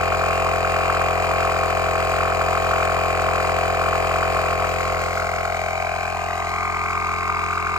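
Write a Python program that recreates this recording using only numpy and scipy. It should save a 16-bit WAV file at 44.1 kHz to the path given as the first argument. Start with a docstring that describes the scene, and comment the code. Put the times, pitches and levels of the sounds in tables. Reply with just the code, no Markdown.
"""From the first moment a small piston compressor pumps up a van tyre on a garage floor, about 43 strokes a second.
Crank multiples form the drone and whine; each stroke chirps the reed upward, squeaks the seal, knocks metal
ringing and lets shaped-noise air hiss. The motor slows slightly as the tyre fills.
From 4.4 s the microphone rises from beside the pump, then turns toward the tyre, settling by 7 s:
levels, tone and floor echo shift with it."""
import sys
import numpy as np
from scipy import signal
from scipy.fft import rfft, irfft
from scipy.io import wavfile
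from scipy.ndimage import uniform_filter1d

SR = 44100
rng = np.random.default_rng(int(sys.argv[2]) if len(sys.argv) > 2 else 0)


def log_audio(samples):
    """Write samples as a 16-bit WAV file to the path given in sys.argv[1]."""
    # one column per channel
    frames = np.atleast_2d(samples).T
    # limit to full scale, then quantise
    limited = np.clip(frames, -1, 1)
    pcm = np.round(limited * 32767).astype(np.int16)
    wavfile.write(sys.argv[1], SR, pcm)


N = 343092
T = np.arange(N) / SR
BINS = np.fft.rfftfreq(N, 1 / SR)

# Motor speed before hunting. Each row: time in seconds, speed in turns a second.
MOTOR_SPEED = [(0.0, 43.728), (1.31, 43.721), (2.04, 43.42), (2.39, 43.652), (2.85, 43.525), (4.31, 43.49),
               (4.43, 43.297), (5.27, 43.399), (5.7, 43.17), (6.33, 43.451), (7.48, 43.162), (7.78, 42.967)]
# Microphone path. Each row: time in seconds, place from 0 beside the pump to 1 at the tyre, floor echo lag in ms.
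MIC_PATH = [(4.4, 0, 1.6), (5.0, 0, 1.44), (5.55, 0.3, 1.36), (6.0, 0.53, 1.23), (6.3, 0.63, 1.08),
            (6.6, 0.97, 0.93), (7.0, 1, 0.83), (7.78, 1, 0.79)]
# Microphone backing off. Each row: time in seconds, distance as a multiple of the first.
MIC_DISTANCE = [(4.4, 1), (5.05, 1.16), (5.85, 1.95), (7.0, 1.8)]
# Drone balance. Each row: multiple of the crank speed, relative level in dB beside the pump, the same at the tyre.
DRONE_LINES = [(1, -38, -44), (2, -33, -37), (3, -48, -54), (4, -42, -47), (5, -56, -56), (6, -70, -65),
               (7, -55, -63), (8, -47, -51), (9, -41, -46), (10, -38, -42), (11, -40, -56), (12, -35, -56),
               (13, -59, -65), (14, -38, -55), (15, -31, -53), (16, -33, -42), (17, -34, -44),
               (18, -37, -44), (19, -42, -48), (20, -57, -53), (21, -58, -55), (22, -45, -47),
               (23, -49, -50), (24, -42, -49), (25, -46, -50), (26, -42, -50), (27, -41, -41),
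               (28, -44, -43), (29, -44, -46), (30, -45, -43)]
# Knock level as the microphone moves. Each row: time in seconds, level in dB.
KNOCK_LEVEL_PATH = [(4.4, -25.5), (5.05, -29.5), (5.75, -27), (6.45, -30.5), (6.9, -35.5), (7.78, -37.5)]
# Whine pitches, one for each row of levels below, as multiples of the shaft speed.
WHINE_MULTIPLES = [24, 25, 28, 36, 40, 50, 55, 57, 59, 62, 69]
# Whine levels. Each row: level in dB beside the pump, once lifted, half turned, at the tyre.
WHINE_LEVELS = [(-49, -51, -37, -67), (-34.5, -35, -40.5, -34.5), (-54, -42, -38.5, -29),
                (-43.5, -54, -41.5, -40.5), (-55.5, -54, -52, -53), (-51.5, -52, -61, -40),
                (-51.5, -69, -65, -78), (-56, -75, -41, -57), (-71, -73, -57, -60), (-50, -62, -59, -54),
                (-54, -69, -59, -68)]
# Air flow and brush scrape through a turn. Each row: crank angle in turns, relative level in dB.
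AIR_FLOW = [(.03, 2), (.11, 6.5), (.2, 3.5), (.3, 4.5), (.42, 2), (.55, 5.5), (.62, 8.5), (.68, 11.5),
            (.76, 6), (.88, 8.5)]
# Spectrum of the hiss and scrape. Each row: frequency in Hz, relative level in dB per Hz.
AIR_COLOUR = [(400, -10), (1500, 9.5), (2500, 12.5), (2850, 4), (3150, 6.5), (3500, -3.5), (4100, 5),
              (4530, 0), (4900, 6), (5400, -5), (6400, 1), (7400, 2.5), (8600, -3), (9800, -45),
              (16000, -35)]
# Spectrum of the finest hiss of escaping air. Each row: frequency in Hz, relative level in dB per Hz.
FIZZ_COLOUR = [(6000, -32), (10000, -19), (11700, 5), (13500, 1.5), (15000, -10), (16000, 4.5)]
# Spectrum of the steady rumble. Each row: frequency in Hz, relative level in dB per Hz.
RUMBLE_COLOUR = [(4, -30), (22, -5), (60, 11), (110, 2), (170, -4.5), (260, -7), (450, 5.5), (700, 23),
                 (880, 8), (1100, 6), (2000, -47)]
# Reverberation of the garage. 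Each row: frequency in Hz, time to fall 60 dB in seconds.
GARAGE_DECAY = [(200, 0.098), (1200, 1), (4000, 0.063), (12000, 0.0083)]
# Piston slap. Each row: crank angle in turns, relative level in dB.
SLAP_BLOWS = [(0.69, 0)]
# Short bark of the cylinder wall. Each row: frequency in Hz, width in Hz, relative dB beside the pump, at the tyre.
WALL_MODES = [(1640, 120, -44, 6), (1820, 203, 27, 6), (2110, 75, 5.5, -6)]
# Knocks on the housing. Each row: crank angle in turns, relative level in dB.
HOUSING_BLOWS = [(0.068, -31), (0.17, 0), (0.248, -14), (0.654, 10), (0.71, 6), (0.801, 13)]
# Ring of the metal housing. Each row: frequency in Hz, width in Hz, relative dB beside the pump, at the tyre.
HOUSING_MODES = [(1572, 52, 0, 10), (1738, 10, 1.5, -9), (2185, 33, -8, 4.5), (2492, 61, 6, -22),
                 (2714, 7.9, 5.5, 10), (2800, 50, -27, -24), (3057, 22, -8, -17), (3290, 20, -14.5, -12)]
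# Valves snapping onto their seats. Each row: crank angle in turns, relative level in dB.
VALVE_SNAPS = [(0.09, 10), (0.16, 4.5), (0.685, 6)]
# Ring of the cylinder head. Each row: frequency in Hz, width in Hz, relative dB beside the pump, at the tyre.
HEAD_MODES = [(4080, 220, 1, 16), (4280, 320, 10, 6), (4760, 100, 12.5, -2), (4800, 230, 1, 10)]
# Valve tips ticking on their stops. Each row: crank angle in turns, relative level in dB.
TIP_BLOWS = [(.098, 3), (.66, 6), (0.749, -2)]
# Ring of the thin valve steel. Each row: frequency in Hz, width in Hz, relative dB beside the pump, at the tyre.
STEEL_MODES = [(6470, 200, -16, 4), (6870, 87, 13, 12), (7300, 130, 15, -10), (7700, 170, -7, -15)]
# Seal squeaks. Each row: crank angle in turns, half length in turns, mid pitch in Hz, glide in Hz per turn,
# level in dB beside the pump, once lifted, half turned, at the tyre.
SEAL_SQUEAKS = [(.11, .06, 2440, 0, -32, -41, -37, -42), (.24, .06, 2420, 0, -33, -42, -39, -45),
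                (.67, .045, 2180, 6000, -32, -26.5, -28, -23.5), (.71, .04, 2500, 4000, -28, -33, -27, -32),
                (.80, .045, 2400, -500, -29, -35, -32, -39)]
# One reed flutter, before stroke-to-stroke variation. Each row: crank angle in turns, pitch in Hz, relative dB.
REED_FLUTTER = [(0.35, 800, -20), (0.409, 964, 2), (0.469, 1176, 0.5), (0.529, 1186, 4), (0.582, 1515, -2),
                (0.621, 1476, 3.5), (0.651, 1499, -36)]
# Strokes on which the reed flutters hardest. Each row: time in seconds, extra level in dB at the peak.
HARD_FLUTTERS = [(0.123, 5.5), (0.488, 6), (0.649, 7), (0.969, 4), (1.61, 4), (2.208, 6.5), (2.323, 5),
                 (2.415, 4.5), (2.574, 7), (2.735, 6), (2.827, 4.5), (4.16, 5.5), (4.23, 4), (5.175, 4.5),
                 (5.336, 4.5), (5.406, 3.5), (5.451, 3.5), (5.728, 3.5), (6.144, 5), (6.168, 4), (6.652, 4),
                 (6.86, 4.5), (6.904, 4), (7.275, 2.5), (7.299, 4), (7.392, 3), (7.53, 3), (7.577, 2.5),
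                 (7.67, 4)]
# Colour heard above the pump rather than beside it. Each row: frequency in Hz, gain in dB.
OVERHEAD_COLOUR = [(900, -0.5), (1300, -1), (1750, 1), (2150, 5.5), (2550, -3.5), (2900, -1.5),
                   (3700, -0.5), (4900, 1), (5700, 4), (8000, 0.5)]
# Difference between the two channels. Each row: frequency in Hz, level in dB against their sum, phase in
# radians.
PORT_DIFFERENCE = [(44, -16, -2), (90, -9, -1.6), (180, 0.5, -1.5), (230, 17.5, -3), (320, 8.5, 1.5),
                   (419, -6, 1.5), (497, -46, 12), (620, -5, -0.93), (970, -17, -0.7), (1300, -6, -1.32),
                   (2370, 4.5, -1.05), (2240, 2, 1.6), (4640, 0.5, 0.85), (8100, -4, 1.83), (9440, 22, 1.3),
                   (12700, -14.5, 1.7)]
# How each part carries. Each row: level in dB beside the pump, dB lost per doubling of distance,
# dB gained once turned to the tyre.
HUM_CARRY = (-31.5, 5.4, 0.34)
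BODY_CARRY = (-31, 7.3, -1.5)
OVERTONE_CARRY = (-35.5, 7.5, 3)
HISS_CARRY = (-37.5, 4.5, -0.79)
SLAP_CARRY = (-42.5, 15, 0)
CLATTER_CARRY = (-44, 8, 0.85)
SNAP_CARRY = (-49, 3, -0.92)
TIP_CARRY = (-53, 7.1, -1.3)
VALVE_CARRY = (-28, 6, 2.6)

START_TURN, HUNTING = 0.1555, 0.004  # crank position at the start, rms drift around the steady turning (turns)
TOP_ANGLE = 0.7  # crank angle at which the piston tops out (turns)
HARD_ANGLE, HARD_WIDTH = 0.506, 0.095  # peak and spread of a hard flutter (turns)
HARD_SHARP = 0.05  # share by which pitch rises at that peak
LIFTED_AT = 1.32  # distance multiple at which the microphone is clear of the housing
BLOW_ECHO_NEAR, BLOW_ECHO_LIFTED = 0.1, 0.62  # floor echo gain for the reed and blows
BODY_ECHO, HISS_ECHO, SQUEAK_ECHO = 0.33, 0.078, 0.75  # floor echo gains once lifted
HISS_SPREAD = 0.35  # gain of the hiss that is opposite in the two channels
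ROOM_DB, RUMBLE_DB = -16.5, -31.5  # garage tail; rumble beside the pump
EDGE_HZ = 15800


def amp(db):
    """Decibels to gain."""
    return 10 ** (np.asarray(db) / 20)


def evened(x):
    """Scales to an rms of one."""
    return x / np.sqrt(np.mean(x ** 2) + 1e-20)


def curves(rows):
    """Each column of a timed table, sample by sample."""
    seconds, *columns = np.transpose(rows)
    return [np.interp(T, seconds, column) for column in columns]


def read(points, hz):
    """Reads a spectrum on a log-frequency axis."""
    f, value = np.transpose(points)
    return np.interp(np.log(hz + 1), np.log(f + 1), value)


def coloured(x, spectrum):
    """Filters sound by a gain curve in dB."""
    return irfft(rfft(x) * amp(read(spectrum, BINS)), N)


def noise(spectrum):
    """Coloured noise, unrelated in the two channels."""
    return evened(coloured(rng.standard_normal((2, N)), spectrum))


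def per_turn(turns):
    """One normal random value for each turn of the crank."""
    return rng.standard_normal(N // 100)[np.floor(turns).astype(int) + 1]


def waver(turns):
    """A smooth random value that changes about once a turn."""
    return evened(uniform_filter1d(per_turn(turns), size=400))


def at_stage(stage, levels_db):
    """Level in dB between beside the pump (0), lifted (1), half turned (2) and at the tyre (3)."""
    return np.interp(stage, np.arange(len(levels_db)), levels_db)


def carried(part, distance, turned):
    """Gain of one part at the microphone: it falls with distance and changes with direction."""
    near_db, loss_db, turn_db = part
    return amp(near_db - loss_db * np.log2(distance) + turn_db * turned)


def floor_echo(x, lag_ms, share):
    """The concrete adds a close echo whose lag shrinks as the microphone moves."""
    echo = np.interp(T - lag_ms / 1000, T, x)
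    return (x + share * echo) / np.sqrt(1 + share ** 2)


def overhead(x, lifted):
    """Blends toward the colour that the pump radiates upward."""
    return x + lifted * (coloured(x, OVERHEAD_COLOUR) - x)


def garage(x):
    """A diffuse tail for each channel, the treble dying first."""
    taps = rng.standard_normal((2, SR // 2)) * (T[:SR // 2] > .004)
    hz, t, grains = signal.stft(taps, SR, nperseg=256)
    decay = np.exp(-np.log(1000) * t / read(GARAGE_DECAY, hz)[:, None])
    tail = signal.istft(grains * decay, SR, nperseg=256)[1]
    tail /= np.linalg.norm(tail[0])
    return signal.fftconvolve(x[None], tail, axes=1)[:, :N]


def rumble(lag_ms, share):
    """Steady coloured noise, unrelated in the two channels, reflected by the floor."""
    return np.array([floor_echo(side, lag_ms, share) for side in noise(RUMBLE_COLOUR)])


def crank_turns():
    """Turns of the crank so far; the motor hunts slightly around its speed."""
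    steady = START_TURN + np.cumsum(curves(MOTOR_SPEED)[0]) / SR
    hunting = uniform_filter1d(uniform_filter1d(per_turn(steady), size=3500), size=3500)
    return steady + HUNTING * evened(hunting)


def drone(turns, away, orders, angle, shake_db):
    """Some multiples of the crank speed, phased as the ringing that follows a push at one crank angle."""
    order, near_db, far_db = np.transpose(DRONE_LINES)
    multiple = abs(np.fft.fftfreq(128) * 128)
    band_db = np.where(np.isin(multiple, orders), np.interp(multiple, order, near_db), -58)
    phase = -signal.hilbert(np.log(amp(band_db))).imag  # minimum phase
    gains = [amp(near_db[k - 1] + away * (far_db[k - 1] - near_db[k - 1])) for k in orders]
    lines = np.zeros(N)
    for k, gain in zip(orders, gains):
        lines += gain * np.cos(2 * np.pi * k * (turns - angle) + phase[k])
    steady = lines / np.linalg.norm(gains, axis=0)
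    return evened(steady * amp(shake_db * waver(turns)))


def whine(turns, stage, shake_db=1.2, dip=.7, dip_width=.08):
    """Multiples of the shaft speed sing on, each loudest in its own direction; they ease off once a turn."""
    lines = np.zeros(N)
    for order, levels_db in zip(WHINE_MULTIPLES, WHINE_LEVELS):
        tone = evened(np.sin(2 * np.pi * order * turns) * amp(shake_db * waver(turns)))
        lines += amp(at_stage(stage, levels_db)) * tone
    from_turn_start = (turns + .5) % 1 - .5
    return lines * (1 - dip * np.exp(-(from_turn_start / dip_width) ** 2))


def air(turns, away, shake_db=1.0, fizz_db=-9.5, dull_db=2.0, fizz_surge=0.77):
    """Hiss and scrape surge through each turn; the finest fizz is steadier and fades toward the tyre."""
    angle, db = np.transpose(AIR_FLOW)
    surge_db = np.interp(turns, angle, db, period=1) + shake_db * waver(turns)
    flow = noise(AIR_COLOUR) * amp(surge_db)
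    fizz = noise(FIZZ_COLOUR) * amp(fizz_surge * surge_db)
    return evened(flow + amp(fizz_db - dull_db * away) * fizz)


def clatter(turns, away, blows, modes, loose, shake_db, size):
    """A few blows a turn, each slightly early or late and size samples long, ring a metal part."""
    count, clicks = np.arange(int(turns[-1]) + 1), np.zeros(N)
    for angle, db in blows:
        slip, strength = rng.standard_normal((len(count), 2)).T
        at = np.searchsorted(turns, count + angle + loose * slip)
        inside = (at > 0) & (at < N)
        clicks[at[inside]] += amp(db + shake_db * strength[inside])
    clicks = uniform_filter1d(clicks, size=size)
    hz, width, near_db, far_db = np.transpose(modes)[:, :, None]
    t = T[:2048]
    rings = np.sqrt(width) * np.exp(-np.pi * width * t) * np.sin(2 * np.pi * hz * t)
    near = evened(signal.oaconvolve(clicks, (amp(near_db) * rings).sum(0))[:N])
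    far = evened(signal.oaconvolve(clicks, (amp(far_db) * rings).sum(0))[:N])
    return (1 - away) * near + away * far


def seal(turns, stage, shake_db=.8):
    """The piston seal gives short gliding squeaks, nearly the same on every stroke."""
    speed, = curves(MOTOR_SPEED)
    out = np.zeros(N)
    for angle, width, hz, glide, *levels_db in SEAL_SQUEAKS:
        since = (turns - angle + .5) % 1 - .5
        swings = (hz * since + glide * since ** 2 / 2) / speed
        level_db = at_stage(stage, levels_db) + shake_db * per_turn(turns - angle + .5)
        out += amp(level_db) * np.exp(-(since / width) ** 2) * np.sin(2 * np.pi * swings)
    return out


def valve(turns, late=0.009, detune=0.046, shake_db=1.3, rough=0.08):
    """The reed flutters faster as pressure climbs; it lifts a little earlier or later each stroke."""
    angle, hz, db = np.transpose(REED_FLUTTER)
    stroke = np.floor(turns)
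    extra_db = sum(gain_db * (stroke == stroke[round(s * SR)]) for s, gain_db in HARD_FLUTTERS)
    burst = np.exp(-((turns % 1 - HARD_ANGLE) / HARD_WIDTH) ** 2)
    hard = burst * (extra_db > 0)
    crank = turns % 1 + late * per_turn(turns)
    pitch_hz = np.interp(crank, angle, hz) * (1 + HARD_SHARP * hard + detune * per_turn(turns))
    is_open = (crank > angle[0]) & (crank < angle[-1])
    swings = np.cumsum(pitch_hz) / SR
    swings -= np.interp(stroke + TOP_ANGLE, turns, swings)  # each flutter is in step with the piston at the top
    grit = 1 + rough * evened(uniform_filter1d(rng.standard_normal(N), size=30))
    level_db = np.interp(crank, angle, db) + extra_db * burst
    level_db += shake_db * (2 - hard) * per_turn(turns)  # hard flutters vary less
    return evened(is_open * amp(level_db) * grit * np.sin(2 * np.pi * swings))


def ports(x):
    """Two microphone ports hear the same wave with different phase and level."""
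    hz, db, radians = np.transpose(PORT_DIFFERENCE)
    turn = np.exp(1j * read(np.c_[hz, radians], BINS))
    side = irfft(rfft(x) * amp(read(np.c_[hz, db], BINS)) * turn, N)
    return np.array([x + side, x - side])


def scene():
    """One crank drives every layer but the rumble; the place of the microphone sets how loud each is."""
    turns = crank_turns()
    distance, = curves(MIC_DISTANCE)
    away, lag_ms = curves(MIC_PATH)
    lifted = np.interp(distance, [1, LIFTED_AT], [0, 1])
    turned = away ** 2  # the turn comes mostly after the rise
    stage = lifted + 2 * away
    place = distance, turned

    hum = carried(HUM_CARRY, *place) * drone(turns, away, range(1, 7), angle=0.567, shake_db=0.35)
    body = carried(BODY_CARRY, *place) * drone(turns, away, range(7, 14), angle=0.85, shake_db=0.33)
    knock_gain = amp(curves(KNOCK_LEVEL_PATH)[0])
    knock = knock_gain * drone(turns, turned, range(14, 22), angle=.66, shake_db=0.02)
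    ring = carried(OVERTONE_CARRY, *place) * drone(turns, away, range(22, 31), angle=0.1232, shake_db=2.0)
    hiss, scatter = carried(HISS_CARRY, *place) * air(turns, away)

    slap = clatter(turns, lifted, SLAP_BLOWS, WALL_MODES, loose=.0003, shake_db=.7, size=9)
    metal = clatter(turns, lifted, HOUSING_BLOWS, HOUSING_MODES, loose=.0005, shake_db=.7, size=7)
    snaps = clatter(turns, lifted, VALVE_SNAPS, HEAD_MODES, loose=.0006, shake_db=.8, size=1)
    tips = clatter(turns, lifted, TIP_BLOWS, STEEL_MODES, loose=.0008, shake_db=1, size=1)
    blows = carried(SLAP_CARRY, *place) * slap + carried(CLATTER_CARRY, *place) * metal
    blows += carried(SNAP_CARRY, *place) * snaps + carried(TIP_CARRY, *place) * tips
    blows += carried(VALVE_CARRY, *place) * valve(turns)
    squeak = seal(turns, stage)

    blow_echo = BLOW_ECHO_NEAR + lifted * (BLOW_ECHO_LIFTED - BLOW_ECHO_NEAR)
    strokes = floor_echo(blows, lag_ms, blow_echo) + floor_echo(hiss, lag_ms, HISS_ECHO * lifted)
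    direct = hum + floor_echo(body, lag_ms, BODY_ECHO * lifted) + knock + ring
    direct += whine(turns, stage) + overhead(strokes, lifted)
    direct += floor_echo(squeak, lag_ms, SQUEAK_ECHO * lifted)

    room = amp(ROOM_DB) * garage(blows + squeak)
    spread = HISS_SPREAD * np.array([scatter, -scatter])
    low_noise = amp(RUMBLE_DB) / distance * rumble(lag_ms, BODY_ECHO * lifted)
    return ports(direct) + room + spread + low_noise


def record(dry):
    """The recorder's band limit: a steep low-pass filter."""
    low_pass = signal.firwin(511, EDGE_HZ, window=("kaiser", 9), fs=SR)
    return signal.oaconvolve(dry, low_pass[None], "same")


dry = scene()
out = record(dry)
log_audio(out)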